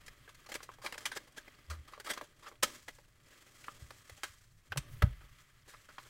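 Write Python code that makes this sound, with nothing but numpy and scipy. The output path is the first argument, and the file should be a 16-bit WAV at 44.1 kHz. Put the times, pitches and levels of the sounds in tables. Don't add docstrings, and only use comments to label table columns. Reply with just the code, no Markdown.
import sys
import numpy as np
from scipy import signal
from scipy.fft import rfft, irfft
from scipy.io import wavfile
from scipy.ndimage import uniform_filter1d

SR = 44100
rng = np.random.default_rng(int(sys.argv[2]) if len(sys.argv) > 2 else 0)


def transcribe(u):
    v = np.clip(np.atleast_2d(u).T, -1, 1)
    q = np.round(v * 32767).astype(np.int16)
    wavfile.write(sys.argv[1], SR, q)


N = 268569

# peak_s, level_db, crease_hz, body_db, edge_db, rise_s, t60_s
CRACKLE_EVENTS = [(0.067, -62.5, 2100, -14, 8.5, .007, .049), (0.084, -47.5, 2000, -9, -2.5, 0.0071, 0.039),
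                  (0.28, -51, 1600, -3.5, -18, 0.0035, 0.052),
                  (0.296, -53.5, 1220, -21, -1.5, 0.0094, 0.047),
                  (0.352, -61.5, 1980, -10, 3.5, .011, 0.04), (0.467, -51.5, 1220, -9, -2, 0.0097, 0.042),
                  (0.498, -52, 830, 1, 0, 0.015, 0.11), (0.521, -41.5, 2040, -5.5, -2.5, 0.0047, 0.062),
                  (0.543, -47, 1720, -16, 6.5, 0.0028, 0.023), (0.557, -40, 2200, -1.5, 0, 0.013, 0.041),
                  (0.607, -45.5, 1200, -9, -17, 0.0044, 0.035),
                  (0.633, -55.5, 1960, 1.5, 6.5, 0.0068, 0.078),
                  (0.692, -40, 1035, -10, -51, 0.0022, 0.055), (0.718, -57.5, 1650, -12, -2, 0.0033, 0.066),
                  (0.741, -60, 1300, -5, 0.5, 0.0071, 0.058), (0.786, -58.5, 1100, 3.5, -18, .0026, 0.084),
                  (0.819, -55, 1110, -9, -0.5, 0.0027, 0.71), (0.854, -45.5, 1210, 1.5, -4, 0.02, 0.11),
                  (0.864, -32.5, 2130, -41, -7, 0.0025, 0.052),
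                  (0.925, -40, 1910, -5.5, -3.5, 0.0016, 0.051),
                  (0.946, -44.5, 2280, -19, -5.5, 0.0075, 0.027), (0.957, -51, 1000, 0, -20, .0054, .034),
                  (0.981, -44, 1560, -6, 1.5, 0.0034, 0.053), (1.007, -56.5, 1230, -1.5, 0.5, 0.0018, 0.3),
                  (1.057, -32.5, 2370, -26, 1.5, 0.0036, 0.065),
                  (1.119, -39.5, 1630, -14.5, -4, .0043, 0.09), (1.155, -67, 1600, -15, 12, 0.0055, .07),
                  (1.175, -39.5, 1700, -1.5, -1, 0.02, 0.033), (1.28, -60, 1140, -2, -2, .015, .057),
                  (1.324, -77, 1700, -20, 11, .004, 0.043), (1.382, -47.5, 1650, -4.5, -1, 0.024, 0.083),
                  (1.482, -50.5, 2160, -0.5, -12, 0.0071, 0.034), (1.703, -46, 1220, -31, 1, 0.0054, 0.14),
                  (1.712, -48.5, 1300, -4.5, -27, 0.012, 0.19), (1.883, -54.5, 1240, -8, -3.5, .011, 0.12),
                  (1.925, -58, 1250, 0.5, -2, .005, .05), (1.936, -44.5, 1240, -19, -11.5, 0.0019, 0.1),
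                  (1.978, -49, 1150, 0.5, -17, 0.002, 0.038), (2.001, -45.5, 1570, -2, -0.5, 0.0026, 0.051),
                  (2.051, -56.5, 1680, -1.5, 4, 0.01, 0.25), (2.076, -40.5, 1250, -9, -7.5, 0.022, 0.078),
                  (2.115, -36.5, 1920, -5, 0.5, 0.03, 0.044), (2.137, -44, 1250, -27, 2, 0.0053, 0.049),
                  (2.168, -52.5, 1200, -8, -7, .007, .04), (2.177, -39, 1190, -5.5, -7, 0.004, 0.072),
                  (2.213, -40, 1130, -1.5, -13.5, 0.0026, 0.061), (2.245, -63, 1400, -5, 3, .021, .09),
                  (2.397, -68, 1500, -6.5, 1.5, .0045, .05), (2.433, -54.5, 1170, -10.5, -4.5, 0.014, 0.15),
                  (2.445, -59.5, 1290, -21, -8, 0.0062, .08), (2.478, -45, 1230, -11, -10, 0.027, 0.04),
                  (2.489, -61, 1300, 3, 4, 0.013, 0.051), (2.516, -54, 1120, -1.5, -17, 0.0016, 0.11),
                  (2.557, -61.5, 2690, -15.5, -7.5, .0026, .04),
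                  (2.635, -26.5, 1285, -3.5, 3.5, 0.011, 0.052), (2.834, -83, 1590, -24, 0, .0034, 0.064),
                  (2.887, -42, 1940, -4, -4, 0.01, 0.055), (2.952, -75.5, 1600, -21, 12.5, .004, 0.036),
                  (2.986, -57, 1120, 1, -7, 0.0015, 0.066), (3.644, -48.5, 2440, -17, -11, .0036, 0.08),
                  (3.683, -34.5, 1240, -10.5, -40, 0.0011, 0.05),
                  (3.907, -44, 1150, -5, -5.5, 0.0017, 0.043), (4.097, -50, 1860, -0.5, 0.5, 0.0019, 0.044),
                  (4.181, -63, 1880, 2, -14, .0066, 0.07), (4.235, -33.5, 1550, -9.5, -1, 0.002, .067),
                  (4.721, -32, 1490, -7.5, -17, 0.001, 0.044), (4.727, -38, 2620, -20, -22, 0.0023, 0.03),
                  (4.762, -44.5, 1100, 3, -25, 0.0037, 0.035), (4.775, -36, 1160, -13, 5, 0.0025, 0.05),
                  (5.024, -25, 1370, -5, -13, 0.0041, 0.044), (5.05, -59, 1520, 3, -31, 0.017, 0.18),
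                  (5.211, -60.5, 1260, -3, -27, 0.0058, 0.25), (5.68, -69, 2000, 10.5, 5, 0.0039, 0.087),
                  (5.701, -61.5, 1740, -10.5, 3.5, 0.028, 0.29),
                  (5.745, -49.5, 1280, -10.5, -20, 0.013, 0.033),
                  (5.889, -52, 1400, -7.5, -9, 0.00095, 0.15),
                  (5.983, -38.5, 1120, -12, -16, 0.0021, 0.054), (6.065, -61, 1280, -4.5, -17, .03, .09)]


def crackles():
    # frequency_hz, level_db (per Hz)
    body_spectrum = [(130, -12), (300, -2), (470, 2.5), (590, -0.5), (690, -3.5), (820, 2), (1100, -27.5)]
    # frequency_hz, level_db (per Hz)
    fizz_spectrum = [(4000, -27.5), (5800, -1), (8500, -4), (11000, -7.5), (16000, -15.5)]
    snaps = buckles(per_s=20000, spread_db=1.0)
    ragged = gain_of(0.65 * clumps(size=60))
    body = coloured(snaps, body_spectrum)
    edge = band(snaps, 1296, 5800)
    fizz = coloured(snaps, fizz_spectrum)
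    sheet = band(snaps, 852, 2610)

    t = np.arange(-0.06, 0.25, 1 / SR)
    before = round(-t[0] * SR)
    out = np.zeros(N + len(t))
    layers = (snaps, ragged, body, edge, fizz, sheet)
    snaps, ragged, body, edge, fizz, sheet = (np.pad(v, (before, len(t)), "wrap") for v in layers)
    patches = rng.random((len(CRACKLE_EVENTS), 4))
    for event, patch in zip(CRACKLE_EVENTS, patches):
        s, level_db, crease_hz, body_db, edge_db, rise, t60 = event
        cut = slice(round(s * SR), round(s * SR) + len(t))
        smooth = swell(t, rise, t60)
        shape = smooth * ragged[cut]

        drive = snaps[cut] * shape
        drive[np.searchsorted(t, -rise / 2)] += 30 * np.exp(-rise / 0.0078)
        narrow = resonate(drive, crease_hz, 0.19 * crease_hz)
        crease = evened(resonate(narrow, crease_hz, 0.5 * crease_hz))
        crease += gain_of(0.28 * edge_db + 2.0) * evened(sheet[cut] * shape)

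        low = body[cut] * shape
        bright = edge[cut] * shape
        finest = fizz[cut] * shape
        bright = bright + 1.1 * sum(resonate(bright, f, 260) for f in 2500 + 2800 * patch[:2])
        finest = finest + 0.6 * sum(resonate(finest, f, 450) for f in 5500 + 4500 * patch[2:])

        fizz_db = 1.47 * edge_db - 0.5
        parts = [(0, crease), (body_db, low), (edge_db, bright), (fizz_db, finest)]
        for db, burst in parts:
            matched = burst * np.linalg.norm(smooth) / np.linalg.norm(burst)
            add(out, s, gain_of(level_db + db) * matched)
    return out[before:][:N]


def rustle():
    # time_s, rustle_db, body_db, fizz_db
    handling = [(0.0, -66, -6, -8.5), (0.45, -70, -7, -7), (1.3, -72.5, -1, -5.5),
                (1.45, -65.5, -6.5, -10.5), (2.2, -73.5, -2.5, -4), (2.34, -76.5, -2, -4),
                (2.45, -69, -2, -2), (2.61, -80.5, -0.5, -3), (2.9, -72.5, -11, 4), (3.1, -78, -3, -2.5),
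                (3.36, -64.5, -6.5, -3.5), (3.53, -68.5, -4.5, 0), (3.63, -64, -6.5, 1.5),
                (3.8, -67.5, -3.5, 1.5), (4.32, -68.5, -16, 0.5), (4.53, -79, -7.5, 4),
                (4.7, -75, -4, -1.5), (4.9, -68.5, -2.5, -21), (5.4, -68, -16, -4), (5.6, -74, -8, -6),
                (5.76, -68.5, -10, -3.5), (6.09, -66.5, -9.5, -1)]
    # frequency_hz, level_db (per Hz)
    film_spectrum = [(600, -68), (900, -11), (1200, 0.5), (1500, -7), (1900, -2.5), (2400, -5),
                     (2950, -6.5), (3300, -7), (3700, -12), (6000, -23)]
    # frequency_hz, level_db (per Hz)
    finger_spectrum = [(130, -17), (250, 3), (400, -1.5), (590, -7.5), (800, -9.5), (1100, -51)]
    # frequency_hz, level_db (per Hz)
    fizz_spectrum = [(2800, -17), (4200, -3.5), (7800, -0.5), (9000, -7), (16000, -16)]
    settle_db, settle_t60_s = -27.5, 0.6

    times, *columns = np.transpose(handling)
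    level_db, body_db, fizz_db = (np.interp(np.arange(N) / SR, times, c) for c in columns)
    power = gain_of(level_db) ** 2
    t = np.arange(0, 0.5, 1 / SR)
    for s, crackle_db, _, _, edge_db, _, _ in CRACKLE_EVENTS:
        settling_db = crackle_db + 0.67 * edge_db + settle_db - 60 * t / settle_t60_s
        add(power, s, gain_of(settling_db) ** 2)

    snaps = buckles(per_s=20000, spread_db=0.0)
    mixed = coloured(snaps, film_spectrum)
    mixed += gain_of(body_db) * coloured(snaps, finger_spectrum)
    mixed += gain_of(fizz_db + 1.5 * clumps(size=350)) * coloured(snaps, fizz_spectrum)
    mixed += gain_of(-9) * ticks(per_s=500, count=16)
    return np.sqrt(power) * gain_of(1.94 * clumps(size=500)) * mixed


def ticks(per_s, count):
    snaps = buckles(per_s, spread_db=4.0)
    patch = rng.integers(0, count, N)
    pitches_hz = np.geomspace(1100, 5000, count)
    rings = (resonate(snaps * (patch == k), hz, 60 + 0.04 * hz) for k, hz in enumerate(pitches_hz))
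    return evened(sum(rings))


def buckles(per_s, spread_db):
    size = gain_of(spread_db * np.minimum(rng.exponential(1, N), 4)) * rng.standard_normal(N)
    return evened(size * (rng.random(N) < per_s / SR))


def bowl(x):
    # frequency_hz, width_hz, level_db
    hollow = [(332, 34, -15), (591, 41, 4.5), (933, 27, -24), (1300, 200, -16.5), (1650, 190, -3),
              (2000, 52, -3), (3220, 89, -2)]
    return x + sum(gain_of(db) * resonate(x, hz, width) for hz, width, db in hollow)


def table():
    # time_s, level_db
    rumble_levels = [(0.0, -65.5), (0.61, -65), (1.32, -68.5), (2.12, -69), (3.15, -65.5), (3.39, -71.5),
                     (3.87, -63.5), (4.05, -69.5), (4.65, -65), (4.75, -75), (4.92, -49), (5.0, -51),
                     (5.24, -60.5), (5.39, -68), (6.09, -66)]
    # frequency_hz, level_db (per Hz)
    rumble_spectrum = [(15, 0), (30, 5), (70, -5.5), (120, 0.5), (170, -9.5), (260, -38)]
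    # centre_s, level_db, pitch_hz, rise_s, fall_s
    thuds = [(1.713, -37.5, 75.8, 0.02, 0.041), (1.789, -46.5, 74, .039, .038),
             (2.642, -39.5, 195, 0.0045, 0.0051), (3.828, -42.5, 103, 0.0064, 0.0074),
             (3.843, -47, 69.6, 0.0095, 0.014), (4.131, -48.5, 79.6, 0.0099, 0.0047),
             (4.303, -53.5, 76.5, 0.0054, 0.0096), (4.725, -44.5, 91, 0.019, .011),
             (4.784, -31, 137, 0.018, 0.0093), (4.79, -43, 45, .011, 0.0196),
             (4.927, -45.5, 121, 0.013, 0.029), (4.972, -51, 67.6, .006, 0.024),
             (5.029, -22, 65, 0.0027, 0.0044), (5.043, -10, 74, 0.005, 0.0029),
             (5.076, -30.5, 94, .0087, 0.007)]
    # frequency_hz, level_db, t60_s
    modes = [(46.7, -23.5, 0.4), (60.3, -24, 0.41), (124, -23, .2)]

    times, levels_db = np.transpose(rumble_levels)
    rumble_db = np.interp(np.arange(N) / SR, times, levels_db) + 1.85 * clumps(size=1200)
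    out = gain_of(rumble_db) * coloured(rng.standard_normal(N), rumble_spectrum)

    t = np.arange(-0.1, 0.15, 1 / SR)
    after = np.arange(0, 0.5, 1 / SR)
    ring = sum(gain_of(db - 60 * after / t60) * np.sin(2 * np.pi * hz * after) for hz, db, t60 in modes)
    for s, level_db, hz, rise, fall in thuds:
        envelope = np.exp(-(t / np.where(t < 0, rise, fall)) ** 2)
        add(out, s + t[0], -gain_of(level_db) * np.sin(2 * np.pi * hz * t) * envelope)
        add(out, s + 2 * fall, gain_of(level_db) * ring)
    return out


def room(x):
    # frequency_hz, t60_s
    decay = [(200, 0.55), (1000, 0.25), (4000, 0.46), (12000, 0.27)]
    taps = np.zeros(SR // 2)
    at = np.arange(200, len(taps) - 20, 20)
    taps[at + rng.integers(0, 20, len(at))] = rng.choice([-1., 1.], len(at))
    hz, t, z = signal.stft(taps, SR, nperseg=256)
    f, t60 = np.transpose(decay)
    band_t60 = np.interp(np.log(hz + 1), np.log(f), t60)[:, None]
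    tail = signal.istft(z * gain_of(-60 * t / band_t60), SR, nperseg=256)[1]
    return signal.fftconvolve(x, tail / np.linalg.norm(tail))[:N]


def quiet_floor():
    # frequency_hz, level_db (per Hz)
    floor_spectrum = [(59, -77), (100, 6.5), (818, -7), (1200, -11), (1950, -1.5), (4670, -30.5),
                      (7610, -20.5), (16000, -35)]
    return gain_of(-80) * coloured(rng.standard_normal(N), floor_spectrum)


def gain_of(db):
    return 10 ** (np.asarray(db) / 20)


def evened(x):
    return x / np.sqrt(np.mean(x ** 2) + 1e-20)


def add(mix, s, sound):
    part = mix[round(s * SR):][:len(sound)]
    part += sound[:len(part)]


def coloured(x, points):
    f, db = np.transpose(points)
    hz = np.fft.rfftfreq(len(x), 1 / SR)
    gain = gain_of(np.interp(np.log(hz + 1), np.log(f + 1), db))
    return evened(irfft(rfft(x) * gain, len(x)))


def resonate(x, hz, width):
    return signal.lfilter(*signal.iirpeak(hz, hz / width, SR), x)


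def band(x, lo_hz, hi_hz):
    return evened(signal.sosfilt(signal.butter(2, [lo_hz, hi_hz], "band", fs=SR, output="sos"), x))


def swell(t, rise, t60):
    attack = np.sin(np.pi / 2 * np.clip(1 + t / rise, 0, 1)) ** 2
    return attack * gain_of(-60 * np.maximum(t, 0) / t60)


def clumps(size):
    smooth = uniform_filter1d(rng.standard_normal(N), size=size)
    return evened(uniform_filter1d(smooth, size=size))


def scene():
    bag = gain_of(-3.5) * bowl(crackles())
    mix = bag + gain_of(-20.5) * room(bag)
    mix += gain_of(-1.5) * bowl(rustle())
    mix += table() + quiet_floor()
    return mix[None]


def record(dry):
    lowpass = signal.firwin(511, 15900, window=("kaiser", 9), fs=SR)
    return signal.oaconvolve(dry, lowpass[None], "same")


dry = scene()
out = record(dry)
transcribe(out)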